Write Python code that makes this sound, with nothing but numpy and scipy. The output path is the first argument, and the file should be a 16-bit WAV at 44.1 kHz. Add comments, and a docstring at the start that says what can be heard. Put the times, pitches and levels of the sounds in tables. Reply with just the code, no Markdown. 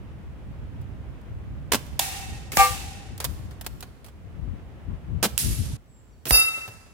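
"""Spring air rifle in bare woodland

Beside the shooter, two shots burst and pop, and each hit rings back through the trees. In between, parts click
as the rifle is cocked and loaded. Beside the target, noise makes a faint report and the pellet's growing hiss;
then noise and fading sine waves make a steel pellet trap clang, or a small steel figure ring and tumble.
Slow random swells shape noise into wind buffeting the microphone and air in the trees; a small bird whistles."""
import sys
import numpy as np
from scipy import signal
from scipy.fft import rfft, irfft, next_fast_len
from scipy.io import wavfile
from scipy.ndimage import uniform_filter1d

SR = 44100
rng = np.random.default_rng(int(sys.argv[2]) if len(sys.argv) > 2 else 0)


def waveform_to_disk(signal):
    """Save audio, clipped to [-1, 1], as 16-bit WAV at the path in sys.argv[1]."""
    frames = np.transpose(np.atleast_2d(signal))
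    scaled = np.clip(frames, -1, 1) * 32767
    samples = np.round(scaled).astype(np.int16)
    wavfile.write(sys.argv[1], SR, samples)


N = 305829

# In the tables, t60 is the time to fade by 60 dB, and side is the left level minus the right.
# Tilt brightens a sound (above 0) or dulls it (below 0).

# shots beside the shooter: [t/s, level/dB, gap between stages/s, tilt/dB per octave]
SHOTS = [(1.7189, -17.2, .0127, .9), (5.2278, -17.2, .0106, 1.3)]
# spring release, piston slam, rebound: [level relative to the shot/dB, hold/s, t60/s, side/dB]
ACTION_STAGES = [(.7, .0055, .038, -5.5), (-1.5, .007, .06, -2.5), (-4.5, .0095, .048, -1)]
# tone colour of the rifle's action: [f/Hz, level/dB]
ACTION_COLOUR = [(88, -32), (150, -2), (494, -2.3), (1420, -8.3), (1690, -10), (3160, -8.3), (8070, -13),
                 (8900, -12), (9630, -16), (11000, -12), (12400, -18), (13400, -12), (16000, -19)]
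# pressure pops as the piston slams and rebounds: [t/s, level/dB, length/s]
PISTON_POPS = [(1.7227, -11, .0005), (1.7354, -7, .0004), (1.7455, -5, .0006), (1.7562, -16, .0005),
               (5.2304, -10, .0003), (5.2444, -8, .0003), (5.2543, -11, .0004), (5.2588, -12, .0005)]

# pellet strikes, each one row: [t/s, crack level/dB, crack hold/s, crack t60/s, side/dB,
# clatter level/dB, clatter t60/s, clatter swell/s, woodland echo level/dB]
TRAP_FAR_HIT = (1.993, -14.5, .004, .022, -2, -33, .25, .004, -27.5)
# the trap struck close by, same columns [t/s, level/dB, s, s, dB, level/dB, s, s, level/dB]
TRAP_NEAR_HIT = (2.5702, -11.5, .002, .03, -2, -21, .41, .01, -26)
# the figure struck far off, same columns [t/s, level/dB, s, s, dB, level/dB, s, s, level/dB]
FIGURE_FAR_HIT = (5.3781, -10, .0007, .009, -6, -27, .2, .006, -28)
# the figure struck close by, same columns [t/s, level/dB, s, s, dB, level/dB, s, s, level/dB]
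FIGURE_NEAR_HIT = (6.3075, -10.8, .002, .021, -5, -25, .24, .018, -27)

# colour of the crack on the distant trap: [f/Hz, level/dB]
TRAP_FAR_CRACK = [(200, -35), (420, -14), (600, -2), (820, 3), (1350, -17), (2100, -10), (3000, -9),
                  (3600, 0), (4100, -10), (4550, -1), (5600, -10), (6400, -5), (9900, -8), (13000, -3),
                  (16000, -12)]
# colour of the crack on the nearby trap: [f/Hz, level/dB]
TRAP_NEAR_CRACK = [(88, -33), (150, -6), (280, -7), (923, 0), (2360, -7), (4320, -15), (6510, -10),
                   (8400, -16), (13700, -11), (16000, -21)]
# colour of the crack on the distant figure: [f/Hz, level/dB]
FIGURE_FAR_CRACK = [(400, -26), (1000, -22), (1600, -13), (3000, -2), (5000, -8), (8200, 2), (11000, -4.5),
                    (15000, -4)]
# colour of the crack on the nearby figure: [f/Hz, level/dB]
FIGURE_NEAR_CRACK = [(88, -31), (150, -1), (1350, 0), (3000, -9), (5680, -10), (7770, -17), (9260, -1),
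                     (10800, -14), (13700, -4), (16000, -18)]
# colour of the trap's clatter: [f/Hz, level/dB]
TRAP_CLATTER = [(200, -16), (400, -10), (750, 0), (1300, -4), (2500, 1), (4000, 0), (8000, 1.3),
                (12000, -1), (16000, -5)]
# colour of the distant figure's clatter: [f/Hz, level/dB]
FIGURE_FAR_CLATTER = [(300, -14), (1200, -11), (3000, -3), (5000, -1), (8500, 1.5), (11000, 0), (13000, -6),
                      (16000, -8)]
# colour of the nearby figure's clatter: [f/Hz, level/dB]
FIGURE_NEAR_CLATTER = [(150, -2), (330, -4), (650, 1), (1500, -.5), (2300, -5), (3200, -12), (5000, -3),
                       (8000, 0), (10000, 1), (14000, 1), (16000, -8)]

# ringing tones of the trap's sheet steel: [f/Hz, t60/s, near level/dB, far level/dB, side/dB]
TRAP_MODES = [(502, .27, -28.5, -56, 4), (720, .2, -34, -48, 3), (775, .13, -17, -32.5, 1),
              (792, .15, -12.5, -30.5, 3), (935, .17, -32, -58, -3), (1150, .2, -32, -60, 2),
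              (1183, .21, -11, -53, 2), (1598, .18, -28, -50, -1), (1858, .2, -27, -40, -1),
              (2142, .22, -24.5, -55, 1), (2258, .16, -23, -42, 4), (2382, .14, -23.5, -56, 4),
              (2640, .2, -26, -37, -2), (2810, .2, -31, -43, 0), (3660, .15, -36, -40, 0)]
# ringing tones of the steel figure: [f/Hz, t60/s, near level/dB, far level/dB, side/dB]
FIGURE_MODES = [(1312.5, 1.0, -31, -62, 0), (2044, .75, -35, -57, 5), (2670, .7, -16.5, -54, 2),
                (2683, .66, -22, -55, 2), (2700, .66, -26, -60, 2), (3763, .54, -25.5, -55, 6),
                (4819, .29, -17, -48, -1), (5131, .34, -25, -53, -1), (5850, .26, -28, -55, -2),
                (8958, .5, -38, -40, 1), (9392, .35, -15.5, -31, -1), (9435, .35, -22, -40, -1),
                (10290, .33, -19.5, -30, -5), (11590, .5, -36, -31, -5), (13310, .36, -26, -42, -3),
                (14568, .23, -21, -29, -7), (15380, .22, -26, -35, -3)]
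# ringing tones of the sheet-steel box under the figure: [f/Hz, t60/s, level/dB]
BOX_MODES = [(472, .3, -39), (545, .26, -42), (743, .3, -36), (969, .28, -39)]
# the figure drops among the leaves: [t/s, level/dB, t60/s, side/dB, tilt/dB per octave]
TUMBLES = [(6.577, -38, .06, 3, -1), (6.678, -36, .08, 2, 0), (6.684, -41, .1, 2, -6),
           (6.862, -50, .08, 0, -3)]
# colour of those knocks: [f/Hz, level/dB]
TUMBLE_COLOUR = [(80, 6), (300, 0), (620, 8), (1100, -3), (2500, -2), (6000, -10), (11000, -12),
                 (14500, -3)]

# small clicks of lever, breech and twigs: [t/s, level/dB, t60/s, side/dB, tilt/dB per octave]
CLICKS = [(.814, -54, .05, -1, 0), (1.214, -58, .03, 1, 0), (1.866, -48, .04, -2, 0),
          (3.1787, -34.5, .03, -2, 3), (3.2021, -25, .06, -2, -.3), (3.212, -39, .3, -1, -1.5),
          (3.243, -18.5, .045, -4, 1.8), (3.249, -21.5, .05, -5, 1.2), (3.5099, -46, .1, 0, -2),
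          (3.6117, -31.5, .045, -2, 1.5), (3.645, -46, .15, -1, -1), (3.6641, -23, .04, -2, .6),
          (3.8067, -32.5, .035, -4, 4), (3.8262, -31.5, .055, -2, -2), (4.0447, -43.5, .07, -3, 0),
          (4.0624, -45, .08, -4, 0), (4.0836, -47, .07, -3, -2)]
# colour of the clicks: [f/Hz, level/dB]
CLICK_COLOUR = [(150, -8), (600, 5), (1400, 3), (2200, -.5), (3400, 1.5), (6000, -3), (11000, -2),
                (16000, -4)]
# the rifle's report as it reaches the targets: [t/s, level/dB, t60/s, side/dB, tilt/dB per octave]
REPORTS = [(2.519, -26.5, .07, 0, 0), (2.531, -31.5, .16, 0, -2), (6.2545, -28, .08, -2, 0),
           (6.2675, -28, .1, -1, -2)]
# colour of the reports: [f/Hz, level/dB]
REPORT_COLOUR = [(100, 0), (400, 6), (900, -5), (2200, 1), (5000, -2), (16000, -4)]
# pellets nearing the target: [arrival t/s, level/dB, swell/s, side/dB]
FLIGHTS = [(2.57, -24, .016, -2), (6.303, -16.5, .013, -9)]
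# colour of the pellet's hiss: [f/Hz, level/dB]
FLIGHT_COLOUR = [(500, -25), (3000, -15), (7000, -7), (12000, -1), (16000, 0)]
# low thuds of stock, target boxes and wind:
# [t/s, level/dB, f/Hz, t60/s, side/dB, phase between the sides/turns]
THUDS = [(1.738, -24, 220, .06, 0, 0), (5.254, -22.5, 210, .05, 0, 0), (2.569, -23, 170, .03, 0, .3),
         (2.58, -15, 52, .15, 0, .44), (5.588, -13, 90, .08, 14, 0), (5.726, -25, 120, .06, -8, 0),
         (6.262, -34, 135, .05, 0, 0), (6.3075, -28, 135, .05, 0, 0), (6.309, -16, 52, .15, -2, .1),
         (6.676, -36, 110, .08, 0, 0)]

# a small bird's thin falling notes: [t/s, length/s, first f/Hz, last f/Hz, level/dB]
BIRD_NOTES = [(5.865, .175, 7950, 7150, -64), (6.105, .045, 5900, 5600, -72), (6.12, .04, 4750, 4300, -71)]
# how long the wood's echo lasts at each pitch: [f/Hz, t60/s]
WOOD_T60 = [(200, 1.0), (800, 1.35), (2500, 1.4), (6000, 1.17), (10000, .92), (15000, .67)]
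# gusts that buffet the microphone: [t of peak/s, level/dB, length/s, side/dB]
GUSTS = [(.8, -39, .5, -14), (1.32, -38, .1, 2), (1.58, -36.5, .35, -3), (1.95, -41, .2, -12),
         (2.33, -36, .14, 2), (2.72, -30.5, .07, 12), (2.84, -37, .13, 12), (3.11, -36, .06, 18),
         (3.3, -29.5, .08, 20), (3.44, -36.5, .15, 14), (3.73, -35, .09, 18), (4.25, -41, .06, 15),
         (4.47, -29, .16, 20), (4.91, -28, .07, 17), (5.15, -26, .11, 22), (5.335, -33, .04, -3),
         (5.49, -21.5, .09, 7), (5.6, -24, .05, 14), (5.68, -30, .12, -3)]
# colour of wind on the microphone: [f/Hz, level/dB]
WIND_COLOUR = [(15, -42), (30, -17), (45, -1.5), (65, 1.5), (120, -4), (185, -11.7), (300, -21), (420, -32),
               (900, -70), (3000, -130)]
# colour of the air in the trees: [f/Hz, level/dB]
AIR_COLOUR = [(80, -12), (220, -1), (500, -6.8), (1000, -12.8), (2000, -18.2), (3000, -22.5), (4400, -33.5),
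              (8000, -44), (16000, -54)]
# colour of the microphone's own noise: [f/Hz, level/dB]
HISS_COLOUR = [(500, 0), (4500, 3), (9000, 1), (11000, -2), (16000, -2)]

T = np.arange(int(1.5 * SR)) / SR  # seconds within one event
CLOCK = np.arange(N) / SR  # seconds from the start

CUT_S = 5.77  # the shooter's place gives way abruptly to the sheltered target
LANDING_S, LANDING_DB = 6.678, -5  # the leaves damp the figure as it lands
CLATTER_PEAKS_DB, CLATTER_SPACING_HZ = 4, 22  # the small modes of struck steel stand out unevenly
CLICK_PEAKS_DB, CLICK_SPACING_HZ = 2.2, 220  # each knock has broad resonances of its own
BREEZE_DB, BREEZE_EASES_DB_PER_S, BREEZE_SIDE_DB = -38.3, -.6, -1  # rumble: starting level, easing, side
GUST_TILT_DB = .15  # tilt per octave for each dB by which a gust exceeds BREEZE_DB
AIR_DB = -51  # the rush of air in the trees around the shooter
SHELTER_BREEZE_DB, SHELTER_AIR_DB = -51.5, -60.5  # both at the last target
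DIP_S, DIP_LENGTH_S, DIP_BREEZE_DB, DIP_AIR_DB = 4.06, .45, -5.5, -4.5  # the background dips briefly
EDGE_HZ = 16200  # upper edge of the sound


def amp(db):
    """Turns decibels into gain."""
    return 10 ** (np.asarray(db) / 20)


def unit(x):
    """Scales to an average strength (rms) of 1."""
    return x / np.sqrt(np.mean(x ** 2) + 1e-20)


def read(points, hz):
    """Reads a table's value at hz, on a log pitch axis."""
    f, value = np.transpose(points)
    return np.interp(np.log(hz + 1), np.log(f + 1), value)


def pan(db):
    """Left and right gains for a level difference."""
    gains = amp([[db / 2], [-db / 2]])
    return unit(gains)


def fade(t, t60):
    """Dies away by 60 dB every t60 seconds."""
    return np.exp(-np.log(1000) * t / t60)


def swelling(t60, swell):
    """An envelope of peak 1 that swells for a moment before it dies away."""
    shape = fade(T, t60) * amp(-38 * np.exp(-T / swell))
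    return shape / shape.max()


def hump(t, length):
    """A bell of height 1 around t = 0; it is above half height for the given length."""
    return .5 ** ((2 * t / length) ** 2)


def add(mix, s, sound):
    """Mixes a stereo sound in at time s."""
    part = mix[:, round(s * SR):][:, :sound.shape[1]]
    part += sound[:, :part.shape[1]]


def noise(size, colour, alike_hz, tilt_db=0):
    """Coloured stereo noise: the sides are much alike well below alike_hz and unrelated far above."""
    n = next_fast_len(size)
    hz = np.fft.rfftfreq(n, 1 / SR)
    left, other = rfft(rng.standard_normal((2, n)))
    same = .95 / (1 + (hz / alike_hz) ** 2)
    right = same * left + np.sqrt(1 - same ** 2) * other
    gain = amp(read(colour, hz) + tilt_db * np.log2(1 + hz / 500))
    return unit(irfft(np.array([left, right]) * gain, n)[:, :size])


def drift(size, hz):
    """Slow random wander for each side, with a joint rms of 1."""
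    return noise(size, [(hz, 0), (2 * hz, -20), (10 * hz, -120)], hz)


def resonant(x, peaks_db, spacing_hz):
    """Gives a steady noise random resonances, about spacing_hz apart."""
    n = next_fast_len(x.shape[1])
    hz = np.fft.rfftfreq(n, 1 / SR)
    heights = rng.standard_normal(size=4000)
    gain = amp(peaks_db * np.interp(hz / spacing_hz, np.arange(len(heights)), heights))
    return unit(irfft(rfft(x, n) * gain, n)[:, :x.shape[1]])


def burst(db, hold, t60, colour, alike_hz, tilt_db=0):
    """A sharp burst of noise that holds, then dies."""
    t = T[:SR // 4]
    return amp(db) * noise(len(t), colour, alike_hz, tilt_db) * fade(np.maximum(t - hold, 0), t60)


def scatter(colour, rise):
    """Sound scattered by trunks: dense, uneven echoes that die at different rates by pitch."""
    hz, t, bands = signal.stft(noise(len(T), colour, 400), SR, nperseg=256)
    clumps = unit(uniform_filter1d(rng.standard_normal(len(t)), size=5))
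    bands = bands * fade(t, read(WOOD_T60, hz)[:, None]) * amp(.9 * clumps)
    echoes = signal.istft(bands, SR, nperseg=256)[1][:, :len(T)]
    return echoes * (1 - np.exp(-T / rise))


def echo_through(x, tail):
    """Repeats a sound through every tiny echo in a tail."""
    return signal.fftconvolve(x, tail / np.linalg.norm(tail[0]), axes=1)[:, :x.shape[1]]


def woodland(x):
    """The wood's echo: trunks scatter a sound into a slowly fading tail."""
    return echo_through(x, scatter([(100, -2), (1000, 0), (16000, -1)], .012))


def rifle():
    """Each shot is three overlapping bursts of grainy noise, with sharp pops of pressure from the piston."""
    out = np.zeros((2, N))
    for s, shot_db, gap, tilt_db in SHOTS:
        for k, (db, hold, t60, side_db) in enumerate(ACTION_STAGES):
            stage = burst(shot_db + db, hold, t60, ACTION_COLOUR, 2200, tilt_db)
            add(out, s + k * gap, pan(side_db) * stage)
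    out *= unit(amp(2.2 * drift(N, 600)[0]))  # grainy: the loudness wavers quickly and at random
    for s, db, length in PISTON_POPS:
        u = T[:SR // 50] / length
        add(out, s, pan(0) * amp(db) * (1 - u) * np.exp(-u))  # a push, then a weaker pull
    t = T[:SR // 2]
    early = noise(len(t), [(200, 1), (1200, 4), (6000, 0), (16000, -1)], 900) * fade(t, .2)
    nearby = echo_through(out, pan(-1.5) * early)  # off the nearest trunks
    return out + amp(-16) * nearby + amp(-23) * woodland(out)


def ring(modes, far, swell, sway, spin_hz, spin_depth, spread_hz):
    """Steel rings in fading tones; as it sways and turns, its path (sway, in s) and loudness waver."""
    out, late = np.zeros((2, len(T))), sway * drift(len(T), 30)
    for hz, t60, near_db, far_db, side_db in modes:
        start, facing = rng.uniform(0, 2 * np.pi, 2)
        # short waves reach the two sides out of step
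        apart = np.array([[0], [np.pi * min(hz / spread_hz, .78)]])
        turning = 1 + spin_depth * np.cos(2 * np.pi * spin_hz * T + facing) * (1 - fade(T, .6))
        tone = np.sin(2 * np.pi * hz * (T + late) + start + apart)
        level = amp(far_db if far else near_db)
        out += pan(side_db) * level * swelling(t60, swell) * turning * tone
    return out


def strike(hit, crack_colour, clatter_colour, alike_hz, steel, steel_echo):
    """A pellet cracks on steel: countless small modes clatter, a few ring on, and the wood answers."""
    s, crack_db, hold, crack_t60, side_db, clatter_db, clatter_t60, swell, echo_db = hit
    out = np.zeros((2, N))
    add(out, s, pan(side_db) * burst(crack_db, hold, crack_t60, crack_colour, alike_hz))
    small_modes = resonant(noise(len(T), clatter_colour, 900), CLATTER_PEAKS_DB, CLATTER_SPACING_HZ)
    clatter = amp(clatter_db) * small_modes * swelling(clatter_t60, swell)
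    echo = amp(echo_db) * scatter(clatter_colour, .008)
    add(out, s, pan(side_db / 2) * (clatter + echo))
    add(out, s, steel + steel_echo)
    return out


def trap():
    """The sheet-steel trap, struck far off and then close by; the wood echoes what it radiates afar."""
    far = ring(TRAP_MODES, True, swell=.001, sway=.00002, spin_hz=9, spin_depth=.1, spread_hz=9000)
    near = ring(TRAP_MODES, False, swell=.028, sway=.00004, spin_hz=9, spin_depth=.1, spread_hz=4500)
    far_hit = strike(TRAP_FAR_HIT, TRAP_FAR_CRACK, TRAP_CLATTER, 7000, far, amp(1.5) * woodland(far))
    near_hit = strike(TRAP_NEAR_HIT, TRAP_NEAR_CRACK, TRAP_CLATTER, 900,
                      amp(-1.5) * near, amp(2) * woodland(far))
    return far_hit + near_hit


def figure_far():
    """The steel figure pings from deep in the wood, its tones fading at different rates."""
    steel = ring(FIGURE_MODES, True, swell=.002, sway=.00003, spin_hz=12, spin_depth=.3, spread_hz=9000)
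    return strike(FIGURE_FAR_HIT, FIGURE_FAR_CRACK, FIGURE_FAR_CLATTER, 2000,
                  steel, amp(-3) * woodland(steel))


def figure_near():
    """The steel figure is knocked spinning off its box, which rings dully; the figure lands."""
    steel = ring(FIGURE_MODES, False, swell=.02, sway=.000015, spin_hz=12, spin_depth=.5, spread_hz=3400)
    box = np.zeros(len(T))
    for hz, t60, db in BOX_MODES:
        box += amp(db) * swelling(t60, .004) * np.sin(2 * np.pi * hz * T)
    landed = np.clip((FIGURE_NEAR_HIT[0] + T - LANDING_S) / .03, 0, 1)  # 0 in the air, 1 on the ground
    ringing = steel * amp(LANDING_DB * landed) + pan(0) * box
    hit = strike(FIGURE_NEAR_HIT, FIGURE_NEAR_CRACK, FIGURE_NEAR_CLATTER, 300,
                 ringing, amp(-28) * woodland(steel))
    return hit + knocks(TUMBLES, TUMBLE_COLOUR, -14)


def knocks(rows, colour, echo_db):
    """Short dry knocks: fading noise with random resonances, and its echo in the wood."""
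    out, t = np.zeros((2, N)), T[:SR // 4]
    for s, db, t60, side_db, tilt_db in rows:
        body = resonant(noise(len(t), colour, 900, tilt_db), CLICK_PEAKS_DB, CLICK_SPACING_HZ)
        add(out, s, pan(side_db) * amp(db) * body * fade(t, t60))
    return out + amp(echo_db) * woodland(out)


def flights():
    """The hiss of a pellet grows until it arrives."""
    out, t = np.zeros((2, N)), T[:SR // 20]
    for s, db, swell, side_db in FLIGHTS:
        hiss = noise(len(t), FLIGHT_COLOUR, 500) * np.exp((t - t[-1]) / swell)
        add(out, s - t[-1], pan(side_db) * amp(db) * hiss)
    return out


def thuds():
    """Heavily damped low tones, a few cycles each."""
    out = np.zeros((2, N))
    for s, db, hz, t60, side_db, apart in THUDS:
        cycles = np.sin(2 * np.pi * (hz * T + np.array([[0], [apart]])))
        add(out, s, pan(side_db) * amp(db) * swelling(t60, .005) * cycles)
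    return out


def bird():
    """Faint falling whistles with a slight waver, blurred by the trees."""
    call = np.zeros((2, N))
    for s, length, first_hz, last_hz, db in BIRD_NOTES:
        u = T[T < length] / length
        waver = 70 * drift(len(T), 90)[0, :len(u)]
        hz = first_hz + (last_hz - first_hz) * u + waver
        whistle = np.sin(np.pi * u) * np.sin(2 * np.pi * np.cumsum(hz) / SR)
        add(call, s, pan(-3) * amp(db) * whistle)
    return call + amp(-1) * woodland(call)


def gusts():
    """Gusts swell and pass, many mostly on one side of the microphone; stronger ones are brighter."""
    out = np.zeros((2, N))
    for s, db, length, side_db in GUSTS:
        t = np.arange(-1.5 * length, 1.5 * length, 1 / SR)
        eddies = noise(len(T), WIND_COLOUR, 25, GUST_TILT_DB * (db - BREEZE_DB))[:, :len(t)]
        swell = hump(t[:eddies.shape[1]], length)
        # both sides get the strength of the swell itself, whatever the random eddies
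        puff = np.array([unit(side * swell) for side in eddies]) * np.sqrt(np.mean(swell ** 2))
        add(out, max(s + t[0], 0), pan(side_db) * amp(db) * puff)
    return out


def background(open_db, sheltered_db, dip_db):
    """Gain of a background sound: open level with a brief dip, then the last target's sheltered level."""
    dipping_db = open_db + dip_db * hump(CLOCK - DIP_S, DIP_LENGTH_S)
    return amp(np.where(CLOCK < CUT_S, dipping_db, sheltered_db))


def breeze():
    """Lumpy wind rumble on the microphone, slowly easing around the shooter."""
    rumble = unit(noise(N, WIND_COLOUR, 40) * amp(1.6 * drift(N, 8)))
    open_db = BREEZE_DB + BREEZE_EASES_DB_PER_S * CLOCK
    return pan(BREEZE_SIDE_DB) * rumble * background(open_db, SHELTER_BREEZE_DB, DIP_BREEZE_DB)


def air():
    """The soft rush of air in the trees: gently wavering noise."""
    rush = noise(N, AIR_COLOUR, 700) * amp(.7 * drift(N, 8))
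    return pan(-1) * rush * background(AIR_DB, SHELTER_AIR_DB, DIP_AIR_DB)


def scene():
    """Shots, earlier hits and clicks stop at the abrupt change of place; the other sounds join them."""
    before = rifle() + trap() + figure_far() + knocks(CLICKS, CLICK_COLOUR, -17)
    before *= np.clip((CUT_S - CLOCK) / .004, 0, 1)
    hits = before + figure_near() + knocks(REPORTS, REPORT_COLOUR, -10) + flights() + thuds()
    return hits + breeze() + gusts() + air() + bird()


def record(dry):
    """The microphone adds hiss and loses deep bass; then the highest treble is cut off."""
    hissing = dry + pan(-1.5) * amp(-70.3) * noise(N, HISS_COLOUR, 300)
    bass_cut = signal.butter(2, 30, "highpass", fs=SR, output="sos")
    thinned = signal.sosfilt(bass_cut, hissing)
    treble_cut = signal.firwin(101, EDGE_HZ, window=("kaiser", 8), fs=SR)
    return signal.oaconvolve(thinned, treble_cut[None], "same")


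dry = scene()
out = record(dry)
waveform_to_disk(out)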